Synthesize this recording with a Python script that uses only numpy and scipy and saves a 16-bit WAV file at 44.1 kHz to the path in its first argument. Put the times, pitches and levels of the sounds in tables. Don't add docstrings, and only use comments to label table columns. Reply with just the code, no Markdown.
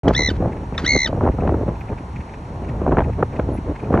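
import sys
import numpy as np
from scipy import signal
from scipy.fft import rfft, irfft
from scipy.io import wavfile
from scipy.ndimage import uniform_filter1d, minimum_filter1d

SR = 44100
rng = np.random.default_rng(int(sys.argv[2]) if len(sys.argv) > 2 else 0)


def persist_wave(psi):
    counts = np.round(np.clip(psi, -1, 1) * 32767).astype(np.int16)
    wavfile.write(sys.argv[1], SR, np.atleast_2d(counts).T)


N = 176400
T = np.arange(N) / SR
HZ = np.maximum(np.arange(N // 2 + 1) * SR / N, 1)

# (frequency [Hz], relative level [dB])
GRASS_COLOUR = [(100, 2), (300, -5.5), (600, -1), (900, 7), (1250, -7), (2000, -10.5), (2600, -14),
                (3300, -21), (4400, -22.5), (4900, -33.5), (5600, -21.5), (7000, -28), (8200, -32),
                (9100, -54.5), (10200, -31.5), (11500, -52.5), (14000, -83)]
# (frequency [Hz], sides compared with centre [dB])
GRASS_WIDTH = [(100, -53), (470, -45.5), (780, -13), (1250, 7), (2200, -11), (3600, -6), (5000, 5.5),
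               (6500, -22.5), (8000, 8), (9200, 29.5), (10500, -3.5), (14000, -1.5)]
# (start [s], end [s], strength [dB])
WIND_GUSTS = [(0.046, 0.07, -20), (0.073, 0.097, -9.5), (0.12, 0.393, -35.5), (0.198, 0.224, -23.5),
              (0.407, 0.468, -21.5), (0.474, 0.503, -24), (0.517, .64, -34), (0.726, 0.884, -35),
              (0.91, 0.956, -28), (0.958, 0.965, -16.5), (1.061, 1.116, -31), (1.13, 1.192, -26.5),
              (1.216, 1.3, -23.5), (1.232, 1.262, -14), (1.348, 1.349, -27.5), (1.39, 1.638, -28),
              (1.419, 1.525, -22.5), (1.69, 1.691, -13.5), (1.708, 1.734, -32.5), (1.904, 1.93, -26),
              (2.478, 2.63, -40.5), (2.622, 2.785, -32.5), (2.8, 2.865, -26.5), (2.885, 2.89, -12.5),
              (2.915, 2.926, -12.5), (2.93, 2.954, -17.5), (2.984, 2.99, -6.5), (2.997, 3.022, -18),
              (3.053, 3.107, -27.5), (3.191, 3.237, -22), (3.33, 3.46, -32), (3.471, 3.559, -29),
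              (3.649, 3.722, -30.5), (3.825, 3.94, -30.5), (3.932, 4.02, -13)]
# (frequency [Hz], relative level [dB])
GUST_COLOUR = [(70, -10.5), (140, 3), (250, 3), (450, -1), (700, -6.5), (1000, -15.5), (1500, -26),
               (2500, -40.5), (4000, -60), (4900, -67), (7000, -64), (10000, -90.5), (16000, -110)]
# (time [s], relative level [dB])
RUMBLE_LEVELS = [(0.03, -26), (0.1, -17.5), (0.16, -24.5), (0.48, -22), (0.52, -31.5), (0.92, -27),
                 (0.96, -19.5), (0.99, -34.5), (1.31, -17), (1.33, -27), (1.5, -19.5), (1.9, -34),
                 (1.93, -24), (1.99, -35.5), (2.21, -27), (2.24, -39.5), (3.0, -19), (3.37, -31.5),
                 (3.44, -22), (3.65, -30), (3.71, -23), (3.78, -40.5), (3.98, -16.5), (4.0, -24.5)]
# (frequency [Hz], relative level [dB])
DEEP_COLOUR = [(15, -42), (25, -20.5), (40, -7), (60, -1), (85, -1.5), (120, -6), (170, -14.5),
               (300, -25.5), (600, -95.5), (3000, -120)]
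# (time [s], relative level [dB], upper edge [Hz])
SWIRLS = [(0.059, -18.5, 920), (.071, -5.5, 900), (.078, -3, 1130), (.092, -12.5, 710), (.109, -5, 1330),
          (.193, -15.5, 1100), (.286, -13, 596), (.311, -13, 500), (.403, -9, 450), (0.427, -15, 550),
          (0.445, -14, 500), (.459, -8.5, 970), (.725, -16, 1210), (.84, -12.5, 700), (.938, -17, 900),
          (.955, -14, 800), (.964, -8, 1240), (1.092, -16.5, 920), (1.13, -11, 1200), (1.174, -19, 600),
          (1.211, -12, 1420), (1.236, -9, 890), (1.254, -8.5, 1440), (1.265, -10, 1200), (1.277, -9, 1300),
          (1.289, -16, 1790), (1.296, -10, 800), (1.388, -14, 1090), (1.423, -14.5, 1180),
          (1.477, -11.5, 1960), (1.483, -9.5, 490), (1.494, -12, 1900), (1.523, -11, 890),
          (1.544, -10, 1200), (1.612, -14, 700), (1.632, -11.5, 700), (1.663, -18.5, 700),
          (1.683, -15, 706), (1.902, -20.5, 700), (2.006, -23, 606), (2.191, -24.5, 500), (2.558, -26, 500),
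          (2.817, -13.5, 1050), (2.866, -10, 1400), (2.879, -9.5, 1090), (2.893, -7, 900),
          (2.924, -10, 2010), (2.929, -7, 1090), (2.972, -8.5, 1700), (2.979, -10, 1500),
          (2.986, -6.5, 1920), (2.993, -11, 2200), (3.007, -14.5, 2200), (3.021, -14.5, 1600),
          (3.229, -5.5, 1540), (3.393, -9, 950), (3.398, -14.5, 2120), (3.489, -15.5, 850),
          (3.517, -14, 645), (3.585, -14.5, 556), (3.696, -12, 660), (3.713, -19.5, 820),
          (3.836, -12.5, 800), (3.906, -7.5, 850), (3.942, -6, 1400), (3.956, -10.5, 1490),
          (3.977, -11.5, 2020)]
SWIRL_CUTS = [0.51, 0.87, 1.67]
# (time [s], level [dB])
BREATHS = [
    [(.078, -60), (.082, -23.5), (.095, -43), (.125, -50), (.138, -32.5), (.17, -47), (.28, -54),
     (.308, -35), (.33, -56), (.37, -46)],
    [(.775, -65), (.78, -27.5), (.795, -33), (.815, -43), (.835, -43.5), (.855, -31.5), (.89, -50.5),
     (1.04, -68), (1.078, -30.5), (1.095, -61), (1.13, -76.5)],
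]
# (frequency [Hz], relative level [dB])
BREATH_COLOUR = [(300, -65), (700, -15.5), (1300, 11.5), (2000, 9.5), (2800, 1.5), (3800, 0), (4500, 2.5),
                 (4900, -6), (6200, -5), (7400, -13), (8200, -21), (9100, -35), (10800, -18.5),
                 (14000, -53.5)]
HARMONICS = [-1.1, -6, -13, -34.5, -37, -35]
# (frequency [Hz], gain [dB])
WHISTLE_COLOUR = [(1400, -6), (1800, -6.5), (2080, 1.5), (3000, -5), (3650, 4.5), (4200, 2), (4600, -2.5),
                  (4900, -17), (5400, -2.5), (6300, -1), (6900, -17), (8200, -1.5), (9200, -33),
                  (10500, -3), (12500, -26)]
# (time [s], pitch [Hz], relative level [dB])
LEAD_YIPS = [(0.0817, 1590, -13), (0.7803, 1845, -14)]
# (middle of first note [s], note spacing [s], frequency the notes keep in step with [Hz])
TRILL_NOTES = [(.1526, .01383, 2001), (.8516, .0140, 2104)]
# (time [s], pitch at the top of a note [Hz], relative level [dB])
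TRILL_SHAPES = [
    [(.146, 1690, -6), (.153, 1790, -14.5), (.166, 1980, -14), (.181, 2083, -11.5), (.225, 2050, -13.5),
     (.265, 2050, -13), (.279, 2010, -13), (.291, 1855, -15), (.305, 1520, -17), (.314, 1520, -24)],
    [(.845, 1490, -7), (.852, 1565, -19), (.865, 1937, -12), (.881, 2113, -11), (.907, 2200, -7),
     (.945, 2150, -10), (.977, 2093, -13.5), (1.033, 2088, -11.5), (1.048, 2060, -12.5), (1.062, 1880, -13),
     (1.076, 1517, -16), (1.086, 1470, -29)],
]
# (time [s], relative level [dB])
GRASS_RUSTLES = [(0.528, -43.5), (0.571, -47), (.75, -41.5), (1.321, -51), (1.41, -44.5), (1.76, -51),
                 (1.814, -44), (1.89, -46), (1.986, -43.5), (2.164, -42), (2.21, -45), (2.295, -48),
                 (2.342, -42), (2.65, -47), (2.694, -40.5), (3.045, -44), (3.135, -46), (3.335, -48),
                 (3.366, -43), (3.58, -46), (3.76, -41.5), (3.801, -45), (3.845, -48)]
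# (frequency [Hz], relative level [dB])
BLADE_COLOUR = [(600, -21.5), (1300, -2), (2000, 4.5), (2550, 5), (3100, -12.5), (4000, -19), (8000, -26),
                (12000, -74)]
# (middle [s], half length [s], pitch [Hz], level [dB])
BUZZES = [(1.55, .04, 13900, -73), (1.81, .045, 14200, -71), (3.555, 0.029, 10660, -54)]


def from_db(db):
    return 10 ** (np.asarray(db) / 20)


def unit_power(x):
    return x / np.sqrt(np.mean(x ** 2) + 1e-20)


def at_hz(colour, hz):
    frequencies, db = np.transpose(colour)
    return np.interp(np.log(hz), np.log(frequencies), db)


def in_time(rows):
    times, *columns = np.transpose(rows)
    return [np.interp(T, times, column) for column in columns]


def during(rows, edge_s=0.00064):
    return np.clip(np.minimum(T - rows[0][0], rows[-1][0] - T) / edge_s + 1, 0, 1)


def tint(x, colour):
    return irfft(rfft(x) * from_db(at_hz(colour, HZ)), N)


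def noise(colour):
    return unit_power(tint(rng.standard_normal(N), colour))


def drift(rate_hz):
    return unit_power(irfft(rfft(rng.standard_normal(N)) / (1 + (HZ / rate_hz) ** 2), N))


def evened(x, samples):
    return x / np.sqrt(uniform_filter1d(uniform_filter1d(x * x, samples), samples) + 1e-12)


def grass_hiss(centre_db=-41.5):
    centre = noise(GRASS_COLOUR)
    sides = tint(noise(GRASS_COLOUR), GRASS_WIDTH)
    return from_db(centre_db) * np.array([centre + sides, centre - sides])


def gust_strength(breeze_db=-45.5, rise_s=0.0073, fall_s=0.0051):
    power = from_db(breeze_db) ** 2
    for start, end, db in WIND_GUSTS:
        fade = np.maximum(start - T, 0) / rise_s + np.maximum(T - end, 0) / fall_s
        power = power + (from_db(db) * np.exp(-np.minimum(fade, 20))) ** 2
    return 10 * np.log10(power)


def wind(usual_db=-24, trim_db=-0.36, brightening=0.083):
    flutter = 4 * np.clip(drift(rate_hz=167), -2, 2)
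    force = gust_strength() - usual_db + flutter
    spectrum = rfft(evened(noise(GUST_COLOUR), samples=400))
    octaves = np.clip(np.log2(HZ / 125), 0, 5)
    out = 0
    for k in range(6):
        band = irfft(spectrum * np.maximum(1 - abs(octaves - k), 0), N)
        response = 1 + brightening * (k - 5)
        out += band * from_db(usual_db + trim_db + force * response)
    return signal.sosfilt(signal.butter(2, 60.4, "high", fs=SR, output="sos"), out)


def rumble(boost_db=1):
    return evened(noise(DEEP_COLOUR), samples=1300) * from_db(boost_db + in_time(RUMBLE_LEVELS)[0])


def swirls(puff_s=0.00167, lead_s=0.001554, raggedness=1.42, boost_db=1, port_hz=450, width_hz=695):
    out, t = np.zeros(N + SR), T[:2200]
    radius = np.exp(-np.pi * width_hz / SR)
    poles = [1, -2 * radius * np.cos(2 * np.pi * port_hz / SR), radius ** 2]
    delay = [poles[::-1] + poles] * 2
    bass_cut = signal.butter(2, 175, "high", fs=SR, output="sos")
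    for time, db, edge_hz in SWIRLS:
        push = rng.standard_normal(len(t)) * t ** 2 * np.exp(-t / puff_s)
        push *= raggedness / np.linalg.norm(push)
        push[int(2 * puff_s * SR)] += rng.choice([-1, 1])
        treble_cuts = [signal.butter(2, edge_hz * share, fs=SR, output="sos") for share in SWIRL_CUTS]
        puff = signal.sosfilt(np.vstack([bass_cut, *treble_cuts, delay]), push)
        start = int((time - 2 * puff_s - lead_s) * SR)
        out[start:start + len(t)] += from_db(db + boost_db) * puff / abs(puff).max()
    return out[:N]


def breath():
    return noise(BREATH_COLOUR) * sum(during(rows) * from_db(in_time(rows)[0]) for rows in BREATHS)


def cycles(pitch, wobble=0.0042):
    return np.cumsum(pitch * (1 + wobble * drift(rate_hz=500))) / SR


def whistle(phase, pitch, opening=1):
    waves = np.array([from_db(db + at_hz(WHISTLE_COLOUR, k * pitch)) * np.exp(1j * k * phase)
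                      for k, db in enumerate(HARMONICS, 1)])
    waves[1] *= opening
    return waves


def yips(rise_s=0.0012, fade_s=0.00252, fall_per_s=21.35, arch_s=0.054):
    out = 0
    for time, hz, db in LEAD_YIPS:
        age = T - time
        swell = np.exp(-(age / np.where(age < 0, rise_s, fade_s)) ** 2)
        pitch = np.clip(hz * (1 - fall_per_s * age - (age / arch_s) ** 2), 800, 2600)
        voice = sum(whistle(2 * np.pi * cycles(pitch), pitch)).imag
        out += from_db(db) * swell * voice
    return out


def yip_tails(end_hz=903, fall_s=0.00624, rise_s=0.0024, fade_s=0.038, rough_hz=150, gain_db=-30):
    out = 0
    for time, hz, _ in LEAD_YIPS:
        age = np.maximum(T - time, 0)
        pitch = end_hz + (hz - end_hz) * np.exp(-age / fall_s)
        phase = 2 * np.pi * np.cumsum(pitch) / SR
        tone = drift(rough_hz) * np.sin(phase) + drift(rough_hz) * np.cos(phase)
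        tone += 0.15 * drift(rough_hz) * np.sin(2 * phase)
        out += from_db(gain_db) * tone * (1 - np.exp(-age / rise_s)) * np.exp(-age / fade_s)
    return out


def open_plain(x, echo_db=-11.5, echo_s=0.07, right_lag_s=0.000038):
    t = T[:SR // 2]
    scatter = rng.standard_normal(len(t)) * from_db(-60 * t / echo_s)
    left = x + from_db(echo_db) * signal.fftconvolve(x, scatter / np.linalg.norm(scatter))[:N]
    right = irfft(rfft(left) * np.exp(-2j * np.pi * HZ * right_lag_s), N)
    return np.array([left, right])


def throat_ring(wave, pitch, ring_s=0.0047):
    tuning = np.exp(2j * np.pi * np.cumsum(pitch) / SR)
    decay = np.exp(-1 / (ring_s * SR))
    return tuning * signal.lfilter([1 - decay], [1, -decay], wave / tuning + 1e-18)


def trill(first, spacing, step_hz, shape, dip=0.19, sharpness=1.54, slip_cycles=0.084, ring_share=0.48):
    top_hz, db = in_time(shape)
    middle = first + spacing * np.round((T - first) / spacing)
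    position = 2 * (T - middle) / spacing
    opening = np.cos(np.pi * position / 2) + 1e-9
    pitch = top_hz * (1 - dip * position ** 2)
    turns = cycles(pitch)
    slip = slip_cycles * np.interp(middle, T, drift(rate_hz=60))
    phase = 2 * np.pi * (turns - np.interp(middle, T, turns) + step_hz * middle + slip)
    waves = whistle(phase, pitch, opening) * during(shape) * from_db(db) * opening ** sharpness
    waves[0] += ring_share * (throat_ring(waves[0], top_hz) - waves[0])
    return sum(waves).imag


def rustles(half_s=0.0078, boost_db=2):
    swells = sum(from_db(db + boost_db) * np.exp(-np.minimum(((T - time) / half_s) ** 2, 20))
                 for time, db in GRASS_RUSTLES)
    return noise(BLADE_COLOUR) * swells


def insects():
    out = 0
    for time, half_s, hz, db in BUZZES:
        swell = np.exp(-((T - time) / half_s) ** 4)
        out += from_db(db) * swell * drift(rate_hz=37) * np.sin(2 * np.pi * hz * T)
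    return out


def scene(start_s=0.033):
    trills = sum(trill(*notes, shape) for notes, shape in zip(TRILL_NOTES, TRILL_SHAPES))
    marmot = open_plain(trills + yips() + breath() + yip_tails())
    mix = marmot + wind() + rumble() + swirls() + grass_hiss() + rustles() + insects()
    return mix * during([(start_s,), (N / SR,)])


def record(dry, ceiling=0.9, smooth_samples=300, cutoff_hz=16000):
    gain = ceiling / np.maximum(abs(dry).max(axis=0), ceiling)
    gain = uniform_filter1d(minimum_filter1d(gain, 2 * smooth_samples), smooth_samples)
    return signal.sosfilt(signal.cheby2(12, 70, cutoff_hz, fs=SR, output="sos"), dry * gain)


dry = scene()
out = record(dry)
persist_wave(out)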